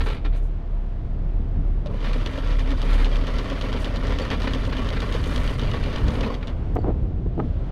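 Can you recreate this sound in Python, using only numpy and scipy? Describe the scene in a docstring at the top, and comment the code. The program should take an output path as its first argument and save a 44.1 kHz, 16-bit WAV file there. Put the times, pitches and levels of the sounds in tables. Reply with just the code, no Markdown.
"""Anchor windlass on a small motor boat

An electric windlass hauls chain: links clack into the chain wheel eight or nine times a second (noise bursts),
rattle over the roller (random touches through steel modes) and slump in the locker; the deck drones.
Hollow thumps (filtered pulses) follow the stop. Beneath: two idling engines (beating sines),
sea wash and wind (coloured noise), with brief buffets on the microphone."""
import sys
import numpy as np
from scipy import signal
from scipy.fft import rfft, irfft
from scipy.io import wavfile

SR = 44100
rng = np.random.default_rng(int(sys.argv[2]) if len(sys.argv) > 2 else 0)


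def pcm_store(signal):
    """Save signal as 16-bit PCM."""
    levels = np.round(np.clip(np.atleast_2d(signal), -1, 1) * 32767)
    wavfile.write(sys.argv[1], SR, levels.astype(np.int16).T)


N = 340050
START_S, STOP_S = 1.8597, 6.53
TAKE_UP_S, RUN_DOWN_S = 0.096, 0.031


def from_db(db):
    """Decibels to amplitude gain."""
    return 10 ** (np.asarray(db) / 20)


def rms_one(x):
    """Scale to unit rms."""
    return x / np.sqrt(np.mean(x ** 2) + 1e-20)


def in_time(rows):
    """Interpolate each column of a time curve to every sample."""
    s, *columns = np.transpose(rows)
    return [np.interp(np.arange(N) / SR, s, column) for column in columns]


def drift(rate_hz):
    """Slow random curve of unit rms: two-pole low-passed noise, computed every 40 samples."""
    step = 40
    r = np.exp(-2 * np.pi * step * rate_hz / SR)
    noise = rng.standard_normal(N // step + 2002)
    slow = signal.lfilter([1], [1, -2 * r, r * r], noise)[2000:]  # drop the settling
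    return np.interp(np.arange(N) / step, np.arange(len(slow)), rms_one(slow))


def colour(x, spectrum):
    """Minimum-phase filter with the given spectrum and unit power gain."""
    size = 8192
    hz, db = np.transpose(spectrum)
    grid_hz = np.maximum(np.arange(size // 2 + 1) * SR / size, 1)
    grid_db = np.interp(np.log(grid_hz), np.log(hz), db)
    cepstrum = irfft(np.log(from_db(grid_db)))
    response = irfft(np.exp(rfft(2 * cepstrum[:size // 2], size)))  # folded cepstrum: causal
    return signal.oaconvolve(x, response / np.linalg.norm(response))[:N]


def contacts(per_s, spread_db):
    """Random touches of uneven strength and sign, at unit rms."""
    size_db = spread_db * np.minimum(rng.exponential(1, N), 3)
    sizes = from_db(size_db) * rng.choice([-1, 1], N)
    return rms_one(sizes * (rng.random(N) < per_s / SR))


def add(track, s, sound):
    """Mix a short sound in at time s."""
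    start = int(np.clip(s * SR, 0, N - 1))
    track[start:start + len(sound)] += sound[:N - start]


def crack(t60_s):
    """Noise burst with exponential decay."""
    t = np.arange(SR // 4) / SR
    return rng.standard_normal(len(t)) * from_db(-60 * t / t60_s)


def spread(force, t60_s, tail_db):
    """Each touch falls on one of six spots, each with its own short dense ring."""
    spots = rng.integers(0, 6, N)
    out = force.copy()
    for k in range(6):
        tail = crack(t60_s)
        tail /= np.linalg.norm(tail)
        out += from_db(tail_db) * signal.oaconvolve(force * (spots == k), tail)[:N]
    return out / np.sqrt(1 + from_db(2 * tail_db))


def ring(force, hz, t60_s):
    """One resonant mode, with unit power gain."""
    r, w = from_db(-60 / (t60_s * SR)), 2 * np.pi * hz / SR
    gain = np.sqrt(2 * (1 - r * r)) * np.sin(w)
    return signal.lfilter([0, gain], [1, -2 * r * np.cos(w), r * r], force + 1e-18)


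# Modes of steel links and wheel: (frequency [Hz], level [dB])
STEEL_MODES = [(1138, -11), (1225, -17), (1355, -11.5), (1815, -12), (1865, -17), (2015, -17.5),
               (2398, -13.5), (2935, -15), (3285, -16), (3576, -20), (4135, -21), (4540, -23),
               (4615, -22.5)]


def steel(force, t60_s=0.1):
    """Touches excite the steel modes, each with its own slowly varying strength."""
    return sum(from_db(db) * ring(force * from_db(2.75 * drift(12.0)), hz, t60_s) for hz, db in STEEL_MODES)


def link_ring(hz, t60_s):
    """One link rings in two modes until its neighbours damp it."""
    t = np.arange(SR // 10) / SR
    phase = 2 * np.pi * hz * t
    attack = np.minimum(t / .0015, 1)
    modes = np.sin(phase) + from_db(-16) * np.sin(1.61 * phase)
    return attack * modes * from_db(-60 * t / t60_s)


def motor_on():
    """Gate: ramps from 0 to 1 at the start and back at the stop."""
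    return in_time([(START_S - RUN_DOWN_S, 0), (START_S + TAKE_UP_S, 1),
                    (STOP_S - RUN_DOWN_S, 1), (STOP_S + RUN_DOWN_S, 0)])[0]


# Slack chain slumping onto the heap: (time [s], level [dB], length [s])
SLUMPS = [(0.0, -16.5, 0.017), (0.026, -34, 0.032), (0.057, -25.5, 0.093), (0.244, -24.5, 0.023),
          (0.32, -38, 0.059), (2.038, -23.5, 0.019), (2.061, -30, 0.07), (2.881, -27, 0.087),
          (2.973, -28.5, 0.068), (3.757, -24.5, 0.022), (4.305, -18, 0.032), (4.467, -20, 0.016),
          (4.721, -18.5, 0.016), (4.957, -19.5, 0.02), (5.732, -25.5, 0.04), (5.967, -24, 0.016),
          (6.147, -26, 0.018), (6.23, -24, 0.025), (6.422, -25.5, 0.012)]
# Slump spectrum: (frequency [Hz], density [dB per Hz])
SLUMP_COLOUR = [(250, 5), (600, -3.5), (900, -3), (1400, -3), (1850, -4.5), (2350, -2), (2750, -7.5),
                (4000, -9.5), (7000, -39.5), (15000, -43)]
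# Hollow boom of deck and locker: (frequency [Hz], density [dB per Hz])
DECK_COLOUR = [(120, -7), (220, -1.5), (270, 7), (350, -10.5), (400, 1), (560, -1), (680, -9.5),
               (780, -12.5), (1000, -8.5), (1600, -27), (4000, -56)]


def slumps(slump_db=-9.0, ring_db=-8.5, boom_db=-5.0):
    """Links tumble in a thinning shower of touches; the steel rings and the locker booms."""
    force, t = np.zeros(N), np.arange(SR // 3) / SR
    touches = contacts(per_s=1100, spread_db=0)
    attack = np.minimum(t / .008, 1)
    for s, db, length_s in SLUMPS:
        start = int(max(s, 0) * SR)
        envelope = attack / (1 + (t / length_s) ** 4)
        shower = touches[start:start + len(t)] * envelope
        add(force, s, from_db(db + slump_db) * shower)
    force = spread(force, t60_s=0.028, tail_db=-5)
    boom = from_db(boom_db) * colour(force, DECK_COLOUR)
    return colour(force, SLUMP_COLOUR) + from_db(ring_db) * steel(force) + boom


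# Twin idling engines: (time [s], firing rate [Hz], level [dB], second engine's share [ratio])
ENGINE = [(0, 34.62, -23, 0.99), (1.3, 34.1, -23, 0.15), (2.3, 34.81, -23.5, 0.55),
          (3.05, 34.53, -16.5, 0.13), (3.4, 37.75, -25.5, 0.048), (4.5, 40.58, -26, 0.055),
          (6, 38.07, -29.5, 0.052), (7.7, 42.37, -30, 0.15)]


def engine(second_db=-16.0, third_db=-26.0, beat_hz=2.32, beat_peak_s=.39):
    """Two firing tones beat against each other; the hull carries them with faint overtones."""
    hz, db, share = in_time(ENGINE)
    first = 2 * np.pi * np.cumsum(hz * (1 + .02 * drift(4))) / SR
    second = first + 2 * np.pi * beat_hz * (np.arange(N) / SR - beat_peak_s)
    orders = enumerate(from_db([0, second_db, third_db]), 1)
    tone = sum(gain * (np.sin(k * first) + share * np.sin(k * second)) for k, gain in orders)
    return np.sqrt(2) * from_db(db + 1.8 * drift(4.3)) * tone


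def thin_hum(hum_db=-58):
    """Noise through one narrow resonance: a faint wavering tone."""
    return from_db(hum_db) * ring(rng.standard_normal(N), hz=678, t60_s=0.25)


# Wind level: (time [s], level [dB])
WIND = [(0, -29), (.7, -34), (1.4, -27.5), (2.6, -30.5), (6.05, -24.5), (6.45, -31), (6.8, -22), (7.7, -27)]
# Wind spectrum: (frequency [Hz], density [dB per Hz])
WIND_COLOUR = [(12, -4.5), (28, -4), (72, 0), (120, -6), (200, -14), (320, -19), (700, -35), (15000, -125)]


def wind():
    """Low-coloured noise: a rumble on the microphone that swells and sinks."""
    db, = in_time(WIND)
    return from_db(db) * colour(rng.standard_normal(N), WIND_COLOUR)


# Sea wash level: (time [s], level [dB])
SEA = [(.5, -42.5), (1.1, -42.5), (1.6, -41.5), (6.65, -38.5), (7.25, -45.5), (7.7, -39)]
# Sea wash spectrum: (frequency [Hz], density [dB per Hz])
SEA_COLOUR = [(100, 5), (250, -3.5), (600, -6), (1100, -13.5), (2000, -21.5), (3300, -27), (5000, -36.5),
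              (7000, -45.5), (10000, -53), (15000, -81.5)]


def sea():
    """Ripples wash softly around the hull: coloured noise on a level curve."""
    db, = in_time(SEA)
    return from_db(db) * colour(rng.standard_normal(N), SEA_COLOUR)


# Showers of light touches: (middle [s], level [dB], half length to 1/e [s])
SHOWERS = [(0.082, -57, 0.067), (0.372, -64, 0.022), (0.45, -69, 0.033), (2.947, -61, 0.094),
           (3.816, -55, 0.013), (5.35, -59.5, 0.2), (6.117, -67, 0.074)]
# Jingle spectrum: (frequency [Hz], density [dB per Hz])
JINGLE_COLOUR = [(3000, -30), (6300, 2), (7300, -5.5), (9700, -1), (11200, -15.5), (12500, -5),
                 (15000, -23)]


def jingle(below_rattle_db=-28):
    """Light touches ring only at the very top, steadily while hauling and in a few showers."""
    t = np.arange(N) / SR
    level = motor_on() * from_db(in_time(HAUL)[0] + below_rattle_db)
    for s, db, length_s in SHOWERS:
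        level += from_db(db) * np.exp(-((t - s) / length_s) ** 2)
    force = contacts(per_s=400, spread_db=2.5)
    return level * colour(spread(force, t60_s=0.062, tail_db=6.0), JINGLE_COLOUR)


# Heavy bumps of chain on deck: (time [s], level [dB])
BUMPS = [(0.065, -26), (2.264, -29.5), (2.378, -22), (2.826, -27), (6.097, -24)]


def bumps(t60_s=0.047):
    """Now and then the chain thuds into the deck: decaying noise in the deck's colour."""
    out = np.zeros(N)
    for s, db in BUMPS:
        add(out, s, from_db(db) * crack(t60_s))
    return colour(out, DECK_COLOUR)


# Gusts on the microphone: (time [s], level [dB], half length to 1/e [s], top edge [Hz])
BUFFETS = [(1.59, -23, .03, 200), (6.06, -19, .04, 170), (6.88, -24.5, .035, 620), (7.264, -27, .008, 480),
           (7.42, -25, .045, 330)]


def buffets():
    """Brief eddies thump on the microphone: noise swells, each with its own top edge."""
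    out, t = np.zeros(N), np.arange(-SR // 10, SR // 10) / SR
    for s, db, length_s, top_hz in BUFFETS:
        spectrum = [(top_hz / 12, -10), (top_hz / 4, 0), (top_hz / 2, 0),
                    (top_hz, -6), (2 * top_hz, -23), (40 * top_hz, -100)]
        swell = np.exp(-(t / length_s) ** 2)
        eddy = swell * colour(rng.standard_normal(len(t)), spectrum)[:len(t)]
        eddy *= np.linalg.norm(swell) / np.linalg.norm(eddy)  # same energy as the swell
        add(out, s + t[0], from_db(db) * eddy)
    return out


# Chain over the roller: (time [s], rattle level [dB], deck level [dB])
HAUL = [(1.9, -48.5, -27.5), (2.07, -39.5, -44.5), (3.3, -38, -34.5), (3.96, -36.5, -31), (5.71, -36, -37),
        (6.27, -38.5, -23.5), (6.39, -49.5, -35)]
# Rattle spectrum: (frequency [Hz], density [dB per Hz])
RATTLE_COLOUR = [(350, 1), (600, 5), (780, -8), (1130, 2.5), (1550, -1.5), (2200, -1), (2600, -6.5),
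                 (2950, -2), (4500, -11), (5600, -17), (6400, -19), (7200, -30.5), (15000, -40)]


def running_chain(rattle_db=-3.5, ring_db=-7.0, deck_db=-5.5):
    """Links jostle over the roller in bunches; the same touches boom in the hollow deck."""
    level_db, boom_db = in_time(HAUL)
    bunching = from_db(1.5 * drift(25))
    force = motor_on() * bunching * contacts(per_s=420, spread_db=3)
    shake = spread(force, t60_s=0.11, tail_db=6.0)
    rattle = from_db(rattle_db) * colour(shake, RATTLE_COLOUR) + from_db(ring_db) * steel(force)
    boom = colour(spread(force, t60_s=0.038, tail_db=5.0), DECK_COLOUR)
    return from_db(level_db) * rattle + from_db(boom_db + deck_db) * boom


def clinks(clink_db=-15.5, t60_s=0.032, per_s=500):
    """Jostling links give dense short clinks at random pitches, as their neighbours hold them."""
    out = np.zeros(N)
    level = motor_on() * from_db(in_time(HAUL)[0] + clink_db)
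    haul_s = STOP_S - START_S
    for when, pitch, strength in rng.random((int(per_s * haul_s), 3)):
        s = START_S + when * haul_s
        hz = 500 * 10 ** pitch  # 500 to 5000 Hz
        add(out, s, level[int(s * SR)] * from_db(10 * strength) * link_ring(hz, t60_s))
    return colour(out, RATTLE_COLOUR)


def start_clunk(clunk_db=-27.0, hz=590, t60_s=0.083):
    """The housing rings once as the drive takes up the slack: a decaying sine."""
    out, t = np.zeros(N), np.arange(SR // 4) / SR
    add(out, START_S, from_db(clunk_db - 60 * t / t60_s) * np.sin(2 * np.pi * hz * t))
    return out


# Links meeting the chain wheel: (time [s], level [dB])
LINKS = [(1.86, -40), (2.005, -44), (2.132, -33), (2.261, -30.5), (2.376, -36.5), (2.473, -40),
         (2.594, -34), (2.705, -34), (2.817, -32), (2.931, -32.5), (3.046, -31), (3.157, -32.5),
         (3.269, -32.5), (3.385, -31), (3.5, -34.5), (3.612, -31.5), (3.728, -32), (3.845, -30),
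         (3.959, -30.5), (4.069, -32), (4.187, -30.5), (4.303, -29), (4.419, -30.5), (4.535, -30),
         (4.651, -35), (4.768, -33.5), (4.888, -30.5), (5.003, -29), (5.124, -30.5), (5.24, -33),
         (5.36, -27.5), (5.476, -33), (5.595, -31), (5.714, -33.5), (5.838, -33), (5.96, -32),
         (6.082, -31.5), (6.208, -31), (6.342, -35.5), (6.472, -35.5)]
# Lag of a link's seating: (time [s], delay [s])
SEATING = [(4.0, 0.01), (5.6, 0.02), (6.22, 0.024), (6.33, 0.0079)]
# Click spectrum: (frequency [Hz], density [dB per Hz])
CLICK_COLOUR = [(500, -2), (2300, -6.5), (3000, 4.5), (4600, -5), (5500, -13), (6400, -14), (7400, -23.5),
                (12500, -33.5), (15000, -43)]


def chain_wheel(click_db=1.65, seat_db=-6.5, grind_db=-5.5, knock_db=-28.5, knock_follows=0.8,
                ring_db=-7.5, click_t60_s=0.031, knock_t60_s=0.13, knock_lag_s=0.008):
    """Each link clicks on the wheel, grinds into its pocket and knocks the deck, harder under load."""
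    clicks, grinds, knocks = np.zeros((3, N))
    load_db = in_time(HAUL)[0] - np.max(np.array(HAUL)[:, 1])  # rattle level stands for load
    for s, db in LINKS:
        seated_s = s + np.interp(s, *np.transpose(SEATING))
        for at_s, touch_db in (s, db), (seated_s, db + seat_db):
            tick = np.sqrt(2) * crack(0.0013)  # hard steel-on-steel onset
            add(clicks, at_s, from_db(touch_db + click_db) * (tick + crack(click_t60_s)))
        add(grinds, seated_s, from_db(db + grind_db) * crack(2 * click_t60_s))
        blow_db = knock_db + knock_follows * load_db[int(s * SR)] + rng.standard_normal()
        add(knocks, seated_s + knock_lag_s, from_db(blow_db) * crack(knock_t60_s))
    touches = colour(clicks, CLICK_COLOUR) + colour(grinds, RATTLE_COLOUR)
    return touches + from_db(ring_db) * steel(clicks + grinds) + colour(knocks, DECK_COLOUR)


def gear_hum(hum_db=-6.0, wobble=0.0355, flutter_db=6.0, cycles_per_link=29.7):
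    """A sine follows the link rate and the rattle level; its pitch and level waver at random."""
    link_s = np.array(LINKS)[:, 0]
    links_per_s = np.interp(np.arange(N) / SR, link_s, 1 / np.gradient(link_s))
    db, _ = in_time(HAUL)
    hz = cycles_per_link * links_per_s * (1 + wobble * drift(19.7))
    phase = 2 * np.pi * np.cumsum(hz) / SR
    level = from_db(db + hum_db + flutter_db * drift(14.5))
    return np.sqrt(2) * motor_on() * level * np.sin(phase)


# Free links chinking together: (time [s], level [dB], pitch [Hz])
CHINKS = [(3.125, -33, 3235), (4.216, -33, 4540), (6.234, -28, 2570), (6.3, -28, 1085), (6.788, -50, 4570),
          (6.815, -54, 4530)]


def chinks(t60_s=0.059):
    """Now and then a free link rings out in two decaying modes."""
    out = np.zeros(N)
    for s, db, hz in CHINKS:
        add(out, s, from_db(db) * link_ring(hz, t60_s))
    return out


def rustle(rustle_db=-63):
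    """A soft high rustle of coloured noise swells at the end."""
    swell = np.exp(-((np.arange(N) - N) / SR / .5) ** 2)
    return swell * from_db(rustle_db + 2 * drift(10)) * colour(rng.standard_normal(N), CLICK_COLOUR)


def dry_tick(tick_s=6.7545, tick_db=-36):
    """One tiny noise tick after the stop, without any ring."""
    out = np.zeros(N)
    add(out, tick_s, from_db(tick_db) * crack(0.0016))
    return out


# Hollow thumps close by: (time [s], peak level [dB], top edge [Hz])
THUMPS = [(6.7595, -19, 900), (6.7635, -15, 1300), (6.768, -14, 1900), (6.781, -20, 450), (6.788, -16, 650),
          (6.844, -19, 1200), (6.883, -21, 750), (6.904, -21, 750), (7.379, -20, 750), (7.391, -16, 500),
          (7.396, -17, 1200), (7.401, -12, 1500)]
# Thump spectrum: (frequency [Hz], density [dB per Hz])
THUMP_COLOUR = [(150, -6.5), (335, 8.5), (560, -3), (720, 5), (1120, -7), (1280, 0), (1420, -16),
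                (1600, -8.5), (2700, -12.5)]


def thumps(thump_db=1.0, tail_db=-27, t60_s=0.032):
    """Low-passed pulses with noise tails: short hollow thumps in two stumbling runs."""
    out = np.zeros(N)
    for s, db, top_hz in THUMPS:
        push = from_db(tail_db) * crack(t60_s)
        push[0] = 1
        low_pass = signal.butter(3, top_hz, fs=SR, output="sos")
        thump = colour(signal.sosfilt(low_pass, push), THUMP_COLOUR)
        add(out, s, from_db(db + thump_db) * thump / np.abs(thump).max())
    return out


def scene():
    """The windlass on the open deck, over engine, wind and water."""
    chain = slumps() + jingle() + bumps() + running_chain() + clinks() + chinks()
    windlass = start_clunk() + chain_wheel() + gear_hum()
    surroundings = engine() + thin_hum() + wind() + sea() + buffets()
    after_stop = rustle() + dry_tick() + thumps()
    return (chain + windlass + surroundings + after_stop)[None]


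def record(dry):
    """Close with a 5 ms fade, then cut the top steeply at 15 kHz."""
    fade = np.minimum(np.arange(N)[::-1] / (.005 * SR), 1)
    top_cut = signal.cheby2(12, 60, 15000, fs=SR, output="sos")
    return signal.sosfilt(top_cut, dry * fade)


dry = scene()
out = record(dry)
pcm_store(out)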